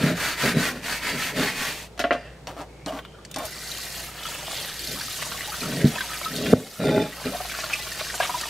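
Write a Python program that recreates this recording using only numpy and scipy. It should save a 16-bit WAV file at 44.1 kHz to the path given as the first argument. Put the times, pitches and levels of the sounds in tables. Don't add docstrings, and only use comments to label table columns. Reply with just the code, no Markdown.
import sys
import numpy as np
from scipy import signal
from scipy.fft import rfft, irfft, next_fast_len
from scipy.io import wavfile
from scipy.ndimage import uniform_filter1d

SR = 44100
rng = np.random.default_rng(int(sys.argv[2]) if len(sys.argv) > 2 else 0)


def dump_mix(stems):
    frames = np.atleast_2d(stems).T
    limited = np.clip(frames, -1, 1)
    pcm = np.round(limited * 32767).astype(np.int16)
    wavfile.write(sys.argv[1], SR, pcm)


N = 374485

# f/Hz, width/Hz, level/dB
IRON_MODES = [(428, 20, -6), (608, 22, -4), (846, 12, -2), (1394, 20, -1), (1527, 24, -1), (1760, 60, 0),
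              (1915, 60, 0), (2060, 45, -4), (2385, 40, -1), (3582, 34, -1), (3890, 55, -3), (4330, 45, -7),
              (4612, 40, 1), (4970, 45, -7), (5305, 40, -3), (6310, 45, -9), (6550, 45, -10),
              (7417, 45, -10), (8070, 50, -6), (8585, 45, -10), (9625, 45, -11)]
# f/Hz, width/Hz, level/dB
BASIN_MODES = [(140, 30, 0), (180, 34, 1), (240, 36, 2), (300, 45, -4), (410, 55, -4), (620, 100, -8.5),
               (735, 80, -15.5)]


def hand(turn_s=0.029):
    # start t/s, end t/s, then level/dB of
    strokes = [(-.025, 0.149, -35, -35.5, -33), (0.144, .374, -32.5, -30.5, -31),
               (0.364, 0.549, -29, -29, -28.5), (0.549, 0.734, -31.5, -30.5, -31),
               (0.71, 0.826, -47, -47, -47.5), (0.816, 1.01, -34, -33, -35), (0.995, 1.167, -33, -34, -34),
               (1.138, 1.34, -35, -32.5, -34.5), (1.333, 1.544, -30.5, -32, -31),
               (1.519, 1.75, -34, -32.5, -35.5), (1.673, 1.883, -42, -40.5, -53)]
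    t = np.arange(N) / SR
    out = np.zeros((4, N))
    for start, end, rasp_db, hiss_db, hollow_db in strokes:
        during = (t > start) & (t < end)
        along = (t[during] - start) / (end - start)
        arch = 4 * along * (1 - along)
        out[:, during] += np.outer(from_db([rasp_db, hiss_db, hollow_db, 0]), arch)
    return np.abs(uniform_filter1d(out, size=int(turn_s * SR), axis=1))


def scrubbing(iron_db=-5, flutter_db=1.4, shift_db=2.5, catch_db=1.5, wobble_hz=110,
              hollow_hz=1850, climb_hz_per_s=240, sag_hz=400):
    # f/Hz, level/dB
    rasp_colour = [(150, -3.5), (400, -3), (900, 0), (1100, -1), (1450, -8), (1900, 1), (2400, -3.5),
                   (3200, -8), (4500, -1.5), (7000, -38), (15000, -41)]
    # f/Hz, level/dB
    bristle_colour = [(1000, -24.5), (2500, 7), (4300, -2), (6000, -0.5), (8000, -2.5), (11000, -6.5),
                      (14000, -6.5), (16000, -16)]
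    pressure, speed, ring, pace = hand()

    flicks = grains(per_s=6000, spread_db=1.0) * from_db(flutter_db * drift(120))
    rasp = patchy(coloured(flicks, rasp_colour), rate=44, depth_db=shift_db)

    pitch = hollow_hz + climb_hz_per_s * np.arange(N) / SR - sag_hz * pace + wobble_hz * drift(25.35)
    hollow_flicks = coloured(grains(per_s=4000, spread_db=3.0), band_around(hollow_hz))
    hollow = moving_resonance(hollow_flicks, pitch, width_hz=670)

    hiss = rms_one(coloured(grains(per_s=10000, spread_db=0.5), bristle_colour))
    plate = wandering(grains(per_s=7900, spread_db=5.5), IRON_MODES, rate=9.5, depth_db=0.5)
    catches = from_db(catch_db * pressure / pressure.max() * drift(260))
    return catches * (pressure * (rasp + from_db(iron_db) * plate) + ring * hollow + speed * hiss)


def slide_level(judder_db=-10.0, release_s=0.14):
    # start t/s, end t/s, level/dB at start,
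    # level/dB at end, time to catch t/s (rising 40 dB)
    slides = [(0.008, 0.124, -28, -23.5, 0.097), (0.438, 0.485, -24, -26, 0.018),
              (0.549, 0.595, -26, -24, 0.05), (0.707, 0.767, -42, -34.5, .067),
              (1.115, 1.151, -41, -30, .067), (1.387, 1.417, -25, -25, 0.14),
              (4.884, 4.958, -38.5, -40, 0.02), (5.62, 5.876, -33.5, -26, 0.053),
              (6.32, 6.567, -35, -20.5, 0.16), (6.797, 6.868, -22, -14, 0.023),
              (6.89, 7.022, -19.5, -20, 0.046), (7.262, 7.275, -24, -27, 0.036)]
    level = from_db(judder_db) * hand()[0]
    for start, end, first_db, last_db, catch_s in slides:
        curve = [(start - catch_s, first_db - 40), (start, first_db),
                 (end, last_db), (end + release_s, last_db - 40)]
        level = level + gains(curve)[0]
    return level


def sliding(iron_db=-13, grit_db=-21.0):
    slips = grains(per_s=700, spread_db=1.5)
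    shake = evened(resonate(slips, BASIN_MODES), window_s=.02)

    pressed_plate = [(hz, width * 1.5, db) for hz, width, db in IRON_MODES]
    plate_colour = [(430, -32), (900, 0.0), (1400, 5.0), (2400, 3), (3700, 3.5), (4600, -4.0), (8000, -7)]
    plate = coloured(wandering(slips, pressed_plate, rate=27, depth_db=4.5), plate_colour)
    plate = evened(plate, window_s=0.016)

    grit = rms_one(coloured(slips, [(300, 28), (800, -21), (2000, 11), (3200, 18), (6000, -11)]))
    return slide_level() * (shake + from_db(iron_db) * plate + from_db(grit_db) * grit)


def squeals(edge_db=19, rough_db=4.0):
    # start t/s, loudest t/s, end t/s,
    # f/Hz, level/dB, pitch wobble (share)
    squeal_rows = [(3.29, 3.39, 3.5, 3585, -42, .003), (6.77, 6.85, 7.05, 1400, -29, .006),
                   (6.86, 6.98, 7.09, 846, -23, .009), (6.8, 6.98, 7.1, 2400, -37, .008),
                   (6.82, 6.885, 6.92, 3590, -31.5, .005), (6.94, 6.975, 7.08, 3575, -32, .005),
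                   (6.85, 6.94, 7.07, 415, -15.5, .04), (6.8, 6.96, 7.06, 630, -17, .05)]
    out = 0
    for start, top, end, hz, db, wobble in squeal_rows:
        level, = gains([(start, db - edge_db), (top, db), (end, db - edge_db)])
        turns = np.cumsum(hz * (1 + wobble * drift(90))) / SR
        out = out + level * from_db(rough_db * drift(100)) * np.sin(2 * np.pi * turns)
    return out


def bumps(low_hz=90):
    # t/s, peak level/dB, contact time/ms, damping (factor on mode widths)
    bump_rows = [(0.03, -9.5, 5, 1), (0.059, -14, 1.2, 1.1), (0.561, -10, 3.8, 0.47), (0.574, -34, 2, 1.5),
                 (5.843, -1, 4.2, 9.8), (5.849, -6, 2.7, 0.64), (5.8571, -15.5, 3.7, 0.91),
                 (6.5305, 0.5, 2, 19), (6.535, 13, 1.5, 4.8), (6.802, -13.5, 0.49, 3.7),
                 (6.84, -8, 0.33, 5.1), (6.889, -9, 0.48, 3.7), (6.912, -11, 1.1, 5.6),
                 (6.98, -7, 0.74, 5.4), (7.256, -24, 6, 7.7)]
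    out = np.zeros(N)
    t = np.arange(SR // 4) / SR
    radiation = signal.butter(2, low_hz, "high", fs=SR, output="sos")
    for s, db, contact_ms, damping in bump_rows:
        phase = np.minimum(t / (contact_ms / 1000), 1)
        push = np.sin(np.pi * phase) ** 2
        damped_walls = [(hz, width * damping, level) for hz, width, level in BASIN_MODES]
        thud = signal.sosfilt(radiation, resonate(push, damped_walls))
        add(out, s, from_db(db) * thud / np.abs(thud).max())
    return out


def knocks(snap_db=6, snap_t60=0.0064, crack_t60=0.13, tail_db=-24, tail_t60=0.92, ring_db=-22):
    # t/s, level/dB, brightness f/Hz
    contacts = [(1.977, -29, 9100), (1.993, -11.5, 10000), (2.0, -12.5, 7060), (2.0405, -5.5, 3200),
                (2.046, -5.5, 1000), (2.108, -1, 2290), (2.115, -12, 1000), (2.126, -14.5, 7050),
                (2.149, -10, 1200)]
    # f/Hz, level/dB, t60 t/s
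    counter = [(258, -3, 0.13), (296, 3, 0.078), (485, -5, .06), (571, 6.5, 0.075), (646, 4, .1),
               (700, 1.5, 0.2), (1116, -3, 0.083), (1400, 3, .07), (1460, -2, 0.079), (1580, -5, 0.18),
               (1637, 2, 0.055), (1800, -17.5, 0.52), (1980, -2, 0.06), (2390, -21, 0.48),
               (2760, -16, 0.38)]
    # f/Hz, level/dB
    crack_colour = [(100, -16), (280, 7), (400, 8), (630, 18), (900, 1), (1250, 8), (1600, 8), (2000, 12),
                    (2300, 6), (2800, 8), (5000, 1.5), (9000, -5), (16000, 6)]
    out = np.zeros(N)
    for s, db, bright_hz in contacts:
        noise = from_db(snap_db) * burst(snap_t60) + burst(crack_t60) + from_db(tail_db) * burst(tail_t60)
        crack = coloured(noise, crack_colour)
        t = np.arange(len(crack)) / SR
        modes = 0
        for hz, level, t60 in counter:
            strength = from_db(level + rng.normal(0, 1.0)) * rng.choice([-1, 1])
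            modes = modes + strength * np.sin(2 * np.pi * hz * t) * fade(t60, .5)
        blow = crack / np.abs(crack).max() + from_db(ring_db) * modes
        treble_cut = signal.butter(3, min(bright_hz, SR / 3), fs=SR, output="sos")
        add(out, s, from_db(db) * signal.sosfilt(treble_cut, blow))
    return signal.sosfilt(signal.butter(3, 230, "high", fs=SR, output="sos"), out)


def swishes(width_hz=260):
    # start t/s, loudest t/s, end t/s, f/Hz at start, f/Hz at end, level/dB
    glides = [(2.15, 2.288, 2.4, 2010, 1650, -52.5), (2.14, 2.29, 2.34, 2860, 2550, -52.5),
              (2.14, 2.22, 2.34, 4970, 4540, -58), (2.683, 2.82, 3.3, 2180, 2600, -57),
              (2.95, 3.036, 3.35, 2860, 3300, -55.5), (3.127, 3.183, 3.24, 1380, 1250, -50)]
    out = np.zeros(N)
    clicks = grains(per_s=5800, spread_db=6.0)
    for start, top, end, first_hz, last_hz, db in glides:
        t = np.arange(int(start * SR), int(end * SR))
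        crackle = coloured(clicks[t], band_around(first_hz))
        swish = moving_resonance(crackle, np.linspace(first_hz, last_hz, len(t)), width_hz)
        swell_db = np.interp(t / SR, [start, top, end], [-8, 0, -12])
        add(out, start, swish * from_db(db + swell_db))
    return out


def tap(tick_t60=0.031, slips_per_s=178, jitter=0.22, release_s=0.054):
    # start t/s, end t/s, level/dB at start, level/dB at end
    turns = [(2.471, 2.6, -32.5, -55), (2.566, 2.62, -39.5, -34), (2.863, 2.986, -30, -36),
             (3.36, 3.457, -29, -36)]
    # f/Hz, width/Hz, level/dB
    tap_body = [(100, 26, -3), (284, 30, 5), (523, 110, 4), (646, 110, 7.5), (780, 59, 1.5), (1070, 59, 1),
                (1390, 49, -21), (1660, 59, -34), (2380, 140, -35), (2900, 110, -25), (3800, 240, -42),
                (4400, 220, -35), (5600, 200, -31), (8000, 540, -48), (11600, 1900, -38)]
    # t/s, peak level/dB, centre f/Hz
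    ticks = [(2.471, -23.5, 3560), (2.615, -38, 5470), (2.861, -23, 4550), (2.989, -28.5, 1990),
             (3.05, -30.5, 2150), (3.25, -28, 4670), (3.313, -29, 7350), (3.342, -23.5, 5030),
             (3.361, -20.5, 5170), (3.385, -27, 8000), (3.453, -24, 9000), (8.411, -18, 6000)]
    level = 0
    for start, end, first_db, last_db in turns:
        level = level + gains([(start, first_db), (end, last_db), (end + release_s, last_db - 29)])[0]
    creak = rms_one(stick_slip(slips_per_s, jitter))
    rub = rms_one(grains(per_s=4200, spread_db=1.5))
    out = level * evened(wandering(creak + rub, tap_body, rate=43, depth_db=8.0), window_s=0.015)
    for s, db, hz in ticks:
        tick = coloured(burst(tick_t60), band_around(hz))
        add(out, s, from_db(db) * tick / np.abs(tick).max())
    return out


def stick_slip(per_s, jitter):
    cycles = np.floor(np.cumsum(per_s * np.exp(jitter * drift(per_s))) / SR)
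    return np.diff(cycles, prepend=0)


def water(clump_db=0.68, patch_db=2.5, spatter_db=-1, drops_db=-7, fizz_db=-6, spray_db=-10, iron_db=-9,
          gurgle_db=-5.5, smear_db=3):
    # t/s, level/dB
    stream_curve = [(3.38, -51), (3.46, -40), (3.56, -43), (3.69, -38), (4.02, -37.5), (4.15, -47),
                    (4.28, -36.5), (4.43, -42.5), (4.55, -36), (4.76, -39), (4.9, -36), (6.5, -39.5),
                    (6.6, -36.5), (7.1, -43.5), (7.4, -38.5), (8.49, -37)]
    # t/s, level/dB
    runoff_curve = [(3.3, -56), (3.4, -50), (4.05, -43.5), (4.45, -40.5), (4.7, -43.5), (4.8, -50),
                    (4.95, -44.5), (5.4, -41), (7.05, -42.5), (7.6, -42), (8.49, -40.5)]
    # f/Hz, level/dB
    spatter_colour = [(300, 4), (1000, -3.5), (2000, 3.5), (3000, 10), (4400, 6), (5600, 8.5), (8000, 6),
                      (11000, 4), (13500, 2), (16000, -20)]
    # f/Hz, level/dB
    drop_colour = [(500, -9), (2000, -14), (4400, 3), (8000, 1.5), (13000, -3), (16000, -6)]
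    # f/Hz, level/dB
    splash_colour = [(90, -7), (150, -8), (330, -0.5), (450, -6), (650, 9), (950, 0), (1400, 4.5),
                     (2000, 1.5), (3000, 5), (5000, -23), (12000, -12.5)]
    stream = gains(stream_curve)[0] * from_db(0.5 * drift(8.9))
    runoff = gains(runoff_curve)[0] * from_db(0.5 * drift(13))
    clumps = from_db(clump_db * drift(90))

    spatter = coloured(grains(per_s=12000, spread_db=0.5) * clumps, spatter_colour)
    spatter = patchy(spatter, rate=70, depth_db=patch_db)
    smear = shifting_echoes(spatter, t60=0.015, delay=.001, rate=60, count=3)
    spatter = patchy(smear * from_db(smear_db) + spatter, rate=5, depth_db=2.36)

    fizz = bubble_cloud(low_hz=3800, high_hz=5000, per_s=390, cycles=20, spread_db=4.5)
    spray = bubble_cloud(low_hz=6000, high_hz=14900, per_s=220, cycles=34, spread_db=2.5)
    plate = rms_one(resonate(grains(per_s=3100, spread_db=-1.0), IRON_MODES[3:]))

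    splash = coloured(grains(per_s=4000, spread_db=4.0) * clumps, splash_colour)
    splash = patchy(splash, rate=43, depth_db=patch_db)
    gurgle = bubble_cloud(low_hz=1100, high_hz=2766, per_s=150, cycles=47, spread_db=4.5)

    drops = rms_one(coloured(grains(per_s=170, spread_db=1.5) * clumps, drop_colour))
    drops = shifting_echoes(drops, t60=0.032, delay=.0005, rate=30, count=2)

    on_iron = from_db(drops_db) * drops + from_db(spatter_db) * spatter + from_db(fizz_db) * fizz
    on_iron = on_iron + from_db(spray_db) * spray + from_db(iron_db) * plate
    return stream * on_iron + runoff * (splash + from_db(gurgle_db) * gurgle)


def bubble_cloud(low_hz, high_hz, per_s, cycles, spread_db):
    pitches = np.geomspace(low_hz, high_hz, num=24)
    births = grains(per_s, spread_db)
    dealt = rng.integers(0, len(pitches), N)
    out = 0
    for k, hz in enumerate(pitches):
        out = out + resonate(births * (dealt == k) + 1e-18, [(hz, 2 * hz / cycles, 0)]) / hz
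    return rms_one(out)


def film(width_hz=170, upper_ratio=2.13, upper_width_hz=600, upper_db=1):
    # t/s, f/Hz, level/dB
    film_curve = [(3.42, 2100, -60), (3.52, 2020, -47), (3.75, 1980, -50.5), (4.03, 1940, -52),
                  (4.16, 1970, -60), (4.35, 2700, -53), (4.7, 1850, -46), (5.0, 1690, -62)]
    s, hz, db = np.transpose(film_curve)
    level, = gains(np.c_[s, db])
    pitch = np.interp(np.arange(N) / SR, s, hz)
    low = moving_resonance(grains(per_s=3600, spread_db=2.0), pitch, width_hz)
    high = moving_resonance(grains(per_s=600, spread_db=3.5), upper_ratio * pitch, upper_width_hz)
    return level * (low + from_db(upper_db) * high)


def slaps():
    # t/s, length t/s, level/dB, centre f/Hz
    sheets = [(3.826, 0.03, -49.5, 3220), (5.217, 0.028, -30.5, 2600), (6.457, 0.025, -29, 1890),
              (7.25, 0.038, -38, 2200), (4.45, 0.21, -48, 563), (7.693, 0.057, -35, 1590),
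              (7.99, 0.031, -30.5, 2300), (8.202, 0.099, -29.5, 2210)]
    out = np.zeros(N)
    drops = grains(per_s=3200, spread_db=2.5)
    for s, length, db, hz in sheets:
        shower = rms_one(coloured(drops[int(s * SR):int((s + length) * SR)], band_around(hz)))
        age = np.linspace(0, 1, len(shower))
        add(out, s, from_db(db) * shower * np.sin(np.pi * np.sqrt(age)))
    return out


def gulps(contact_t60=0.029, scatter=0.035, grit_db=-15, gap_at_s=6.7, rise_per_s=0.036):
    # t/s, peak level/dB, brightness f/Hz
    dollops = [(4.286, -35, 1300), (4.35, -31, 900), (4.388, -36, 900), (4.428, -31, 800), (4.48, -24, 700),
               (4.53, -25.5, 650), (4.578, -32, 650), (4.612, -33, 650), (4.644, -30, 1500),
               (5.222, -23.5, 2000), (5.265, -26, 1400), (5.319, -25, 1300), (5.435, -42, 1600),
               (5.545, -37, 1800), (5.958, -26, 800), (6.213, -22.5, 800), (7.215, -29, 700),
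               (7.335, -23, 800), (7.45, -26.5, 795), (7.587, -22, 1400), (7.638, -28, 1500),
               (7.706, -29, 1400), (8.01, -23, 1200), (8.141, -21, 1000), (8.2, -17.5, 1500),
               (8.228, -26, 1800), (8.252, -21, 1800), (8.296, -24, 1000), (8.454, -25, 1100)]
    # f/Hz, width/Hz, level/dB
    gap_air = [(650, 64, 3), (1060, 84, 0.5), (1410, 160, -3.5), (1650, 110, -12), (2250, 190, 2)]
    out = np.zeros(N)
    for s, db, bright_hz in dollops:
        push = from_db(grit_db) * burst(contact_t60)[:SR // 8]
        push[0] += 1
        detune = np.exp(rise_per_s * (s - gap_at_s) + scatter * rng.standard_normal(len(gap_air)))
        tuned = [(hz * shift, width, level) for (hz, width, level), shift in zip(gap_air, detune)]
        ring = resonate(push, tuned)
        ring = signal.sosfilt(signal.butter(2, bright_hz, fs=SR, output="sos"), ring)
        add(out, s, from_db(db) * ring / np.abs(ring).max())
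    return out


def plops(brood_db=-12, scatter=0.2, brood_s=.03, brood_cycles=20,
          splash_db=-7, splash_t60=0.065, splash_ratio=2.0):
    # t/s, peak level/dB, f/Hz, cycles to fall 60 dB
    loud_bubbles = [(3.716, -24, 3950, 50), (4.254, -27.5, 1310, 18), (4.349, -28, 2690, 50),
                    (4.644, -35, 1940, 45), (4.793, -24.5, 4460, 50), (5.01, -25.5, 1590, 33),
                    (5.082, -33, 1260, 27), (5.607, -25, 4140, 56), (6.248, -21.5, 3840, 50),
                    (6.363, -20, 4320, 30), (5.318, -26.5, 1360, 38), (5.379, -32, 2010, 30),
                    (5.408, -24.5, 1980, 40), (5.52, -29, 1260, 40), (5.542, -27, 1400, 40),
                    (5.615, -27, 2440, 45), (5.632, -26, 1350, 35), (5.657, -29, 1290, 35),
                    (5.816, -22.5, 2090, 11), (5.958, -23, 2530, 50), (5.983, -21, 1720, 33),
                    (6.007, -17.5, 1576, 39), (6.023, -33, 1130, 44), (6.134, -23.5, 1810, 14),
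                    (6.153, -32, 1310, 25), (6.257, -26, 1293, 140), (7.123, -32, 1920, 70),
                    (7.321, -27.5, 580, 19), (7.346, -22, 716, 41), (7.55, -26, 1400, 12),
                    (7.87, -33, 1250, 26), (7.403, -24.5, 736, 59), (7.497, -26.5, 2370, 62),
                    (7.515, -29, 1590, 89), (7.637, -23.5, 1350, 33), (7.733, -14, 2510, 40),
                    (7.92, -28, 1860, 89), (8.068, -30, 1640, 40), (8.101, -21, 1830, 15),
                    (8.202, -14.5, 682, 29), (8.206, -19.5, 1640, 55), (8.294, -23.5, 960, 24),
                    (8.341, -26.5, 984, 89), (8.436, -24, 1800, 40)]
    out = np.zeros(N)
    for s, db, hz, cycles in list(loud_bubbles) + pool_bubbles():
        add(out, s, from_db(db) * bubble(hz, cycles))
        splash = coloured(burst(splash_t60)[:SR // 10], band_around(hz * splash_ratio))
        add(out, s, from_db(db + splash_db) * splash / np.abs(splash).max())
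        detunes = np.clip(rng.normal(0.087, scatter, size=5), -.2, .6)
        for detune, lag in zip(detunes, rng.uniform(-0.24, 1, size=5)):
            add(out, s + lag * brood_s, from_db(db + brood_db) * bubble(hz * np.exp(detune), brood_cycles))
    return out


def pool_bubbles(count=80, from_s=4.9, first_db=-36.5, slope_db_per_s=-0.27, spread_db=3.5,
                 centre_hz=1400, spread_octaves=0.575, cycles=57):
    times = from_s + (N / SR - from_s) * (np.arange(count) + rng.random(count)) / count
    chances = np.clip(rng.standard_normal((count, 2)), -2, 2)
    rows = []
    for s, (strength, height) in zip(times, chances):
        db = first_db + slope_db_per_s * (s - from_s) + spread_db * strength
        rows.append((s, db, centre_hz * 2 ** (spread_octaves * height), cycles))
    return rows


def bubble(hz, cycles, rise=0.035, swell_cycles=0.92):
    decay = fade(cycles / hz, .1)
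    turns = np.cumsum(hz * (1 + rise * (.5 - decay))) / SR
    tone = np.sin(2 * np.pi * turns) * decay * (1 - np.exp(-turns / swell_cycles))
    return tone / np.abs(tone).max()


def background(air_db=-47, hum_db=-51, hum_hz=57.4, waver_db=-2.0):
    # f/Hz, level/dB
    air_colour = [(20, -14), (45, -40), (80, -6), (150, 3.5), (240, -9), (450, -4.5), (700, -11),
                  (1200, -18.5), (3000, -26), (8000, -30), (15000, -44)]
    hum = np.sqrt(2) * np.sin(2 * np.pi * hum_hz * np.arange(N) / SR) * from_db(waver_db * drift(13))
    air = rms_one(coloured(rng.standard_normal(N), air_colour))
    return from_db(air_db) * air + from_db(hum_db) * hum


def from_db(db):
    return 10 ** (np.asarray(db) / 20)


def rms_one(x):
    return x / np.sqrt(np.mean(x ** 2) + 1e-20)


def evened(x, window_s):
    return x / np.sqrt(np.abs(uniform_filter1d(x ** 2, size=int(window_s * SR))) + 1e-12)


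def gains(rows):
    s, *columns = np.transpose(rows)
    return [from_db(np.interp(np.arange(N) / SR, s, c, left=-120, right=-120)) for c in columns]


def add(out, s, sound):
    at = max(int(s * SR), 0)
    out[at:at + len(sound)] += sound[:max(N - at, 0)]


def drift(rate):
    knots = rng.standard_normal(int(N / SR * rate) + 2)
    return rms_one(np.interp(np.arange(N) / SR * rate, np.arange(len(knots)), knots))


def grains(per_s, spread_db):
    sizes = from_db(spread_db * np.minimum(rng.exponential(1, N), 4)) * rng.choice([-1, 1], N)
    return sizes * (rng.random(N) < per_s / SR) + 1e-18


def fade(t60, length):
    return from_db(-60 * np.arange(int(length * SR)) / SR / t60)


def burst(t60):
    decay = fade(t60, .5)
    return rng.standard_normal(len(decay)) * decay


def band_around(hz):
    return [(hz / 5, -26), (hz / 3.1, -4), (hz, 0), (hz * 1.82, -5), (hz * 2.7, -24)]


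def coloured(x, spectrum):
    size = 2 * next_fast_len(len(x) // 2 + 2048)
    hz, db = np.transpose(spectrum)
    curve = np.interp(np.log(np.fft.rfftfreq(size, 1 / SR) + 1), np.log(hz), db)
    cepstrum = irfft(np.log(from_db(curve)))
    cepstrum[1:size // 2] *= 2
    cepstrum[size // 2 + 1:] = 0
    return irfft(rfft(x, size) * np.exp(rfft(cepstrum)))[:len(x)]


def patchy(x, rate, depth_db):
    centres = np.log([300, 700, 1300, 2100, 3200, 4700, 7500, 13000])
    size = next_fast_len(N)
    pitch = np.log(np.fft.rfftfreq(size, 1 / SR) + 1)
    spectrum = rfft(x, size)
    out = 0
    for share in np.eye(len(centres)):
        band = irfft(spectrum * np.interp(pitch, centres, share), size)[:N]
        out = out + band * from_db(depth_db * drift(rate))
    return rms_one(out)


def resonate(x, modes):
    out = 0
    for k, (hz, width, db) in enumerate(modes):
        r = np.exp(-np.pi * width / SR)
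        poles = [1, -2 * r * np.cos(2 * np.pi * hz / SR), r * r]
        gain = (-1) ** k * from_db(db) * (1 - r * r) / 2
        out = out + gain * signal.lfilter([1, 0, -1], poles, x)
    return out


def wandering(x, modes, rate, depth_db):
    return rms_one(sum(resonate(x * from_db(depth_db * drift(rate)), [mode]) for mode in modes))


def moving_resonance(x, hz, width_hz):
    turn = np.exp(2j * np.pi * np.cumsum(hz) / SR)
    r = np.exp(-np.pi * width_hz / SR)
    return rms_one((signal.lfilter([1 - r], [1, -r], x / turn) * turn).real)


def echoes(x, t60, delay):
    tail = np.r_[np.zeros(int(delay * SR)), burst(t60)]
    return signal.fftconvolve(x, tail / np.linalg.norm(tail))[:N]


def shifting_echoes(x, t60, delay, rate, count=5):
    shares = np.array([drift(rate) for _ in range(count)])
    return sum(share * echoes(x, t60, delay) for share in shares / np.linalg.norm(shares, axis=0))


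def limited(x, limit_db=2, attack_s=0.0012, recovery_db_per_s=15):
    over = np.maximum(20 * np.log10(np.abs(x).max(axis=0) + 1e-9) - limit_db, 0)
    recovered = recovery_db_per_s * np.arange(N) / SR
    cut = np.maximum.accumulate(over + recovered) - recovered
    return x * from_db(-uniform_filter1d(cut, size=int(attack_s * SR)))


def scene(basin_db=-8, room_db=-17, plop_echo_db=-7):
    # f/Hz, side level/dB
    sink_width = [(60, -42), (200, -33), (400, -27), (1000, -22), (2500, -20.5), (3000, -11), (4500, -6.5),
                  (6300, -6.5), (8500, -13), (13000, -12)]
    # f/Hz, extra side level/dB
    dry_width = [(200, 0), (1000, 1), (2400, 3.5), (3100, 1), (4500, -0.5), (7000, 2.5), (14000, 4.5)]
    # f/Hz, side level/dB
    air_width = [(60, -36), (110, -53), (200, -11.5), (380, -9), (700, -9), (1300, -6), (4400, 1.5),
                 (8000, -12), (15000, -7)]
    bubbles = plops()
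    under_plate = shifting_echoes(bubbles, t60=0.028, delay=0.003055, rate=9.8)
    bubbles = bubbles + from_db(plop_echo_db) * under_plate
    contacts = knocks() + tap() + gulps() + bubbles + slaps() + swishes()
    body = sliding() + bumps() + squeals()
    bright = scrubbing() + water() + film() + contacts

    basin = from_db(basin_db) * shifting_echoes(bright, t60=0.043, delay=0.0022, rate=4)
    room = from_db(room_db) * echoes(bright + body, t60=0.38, delay=0.0072)
    mid = bright + body + basin + room + background()

    dry_spread = scrubbing() + echoes(contacts + body, t60=0.016, delay=0)
    spread = water() + coloured(dry_spread, dry_width)
    side = coloured(spread, sink_width) + coloured(background(), air_width)
    return np.array([mid + side, mid - side])


def record(dry, cutoff_hz=15650):
    held = limited(dry)
    rounded = held / (1 + (held / .97) ** 6) ** (1 / 6)
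    return signal.sosfilt(signal.ellip(12, .1, 90, cutoff_hz, fs=SR, output="sos"), rounded)


dry = scene()
out = record(dry)
dump_mix(out)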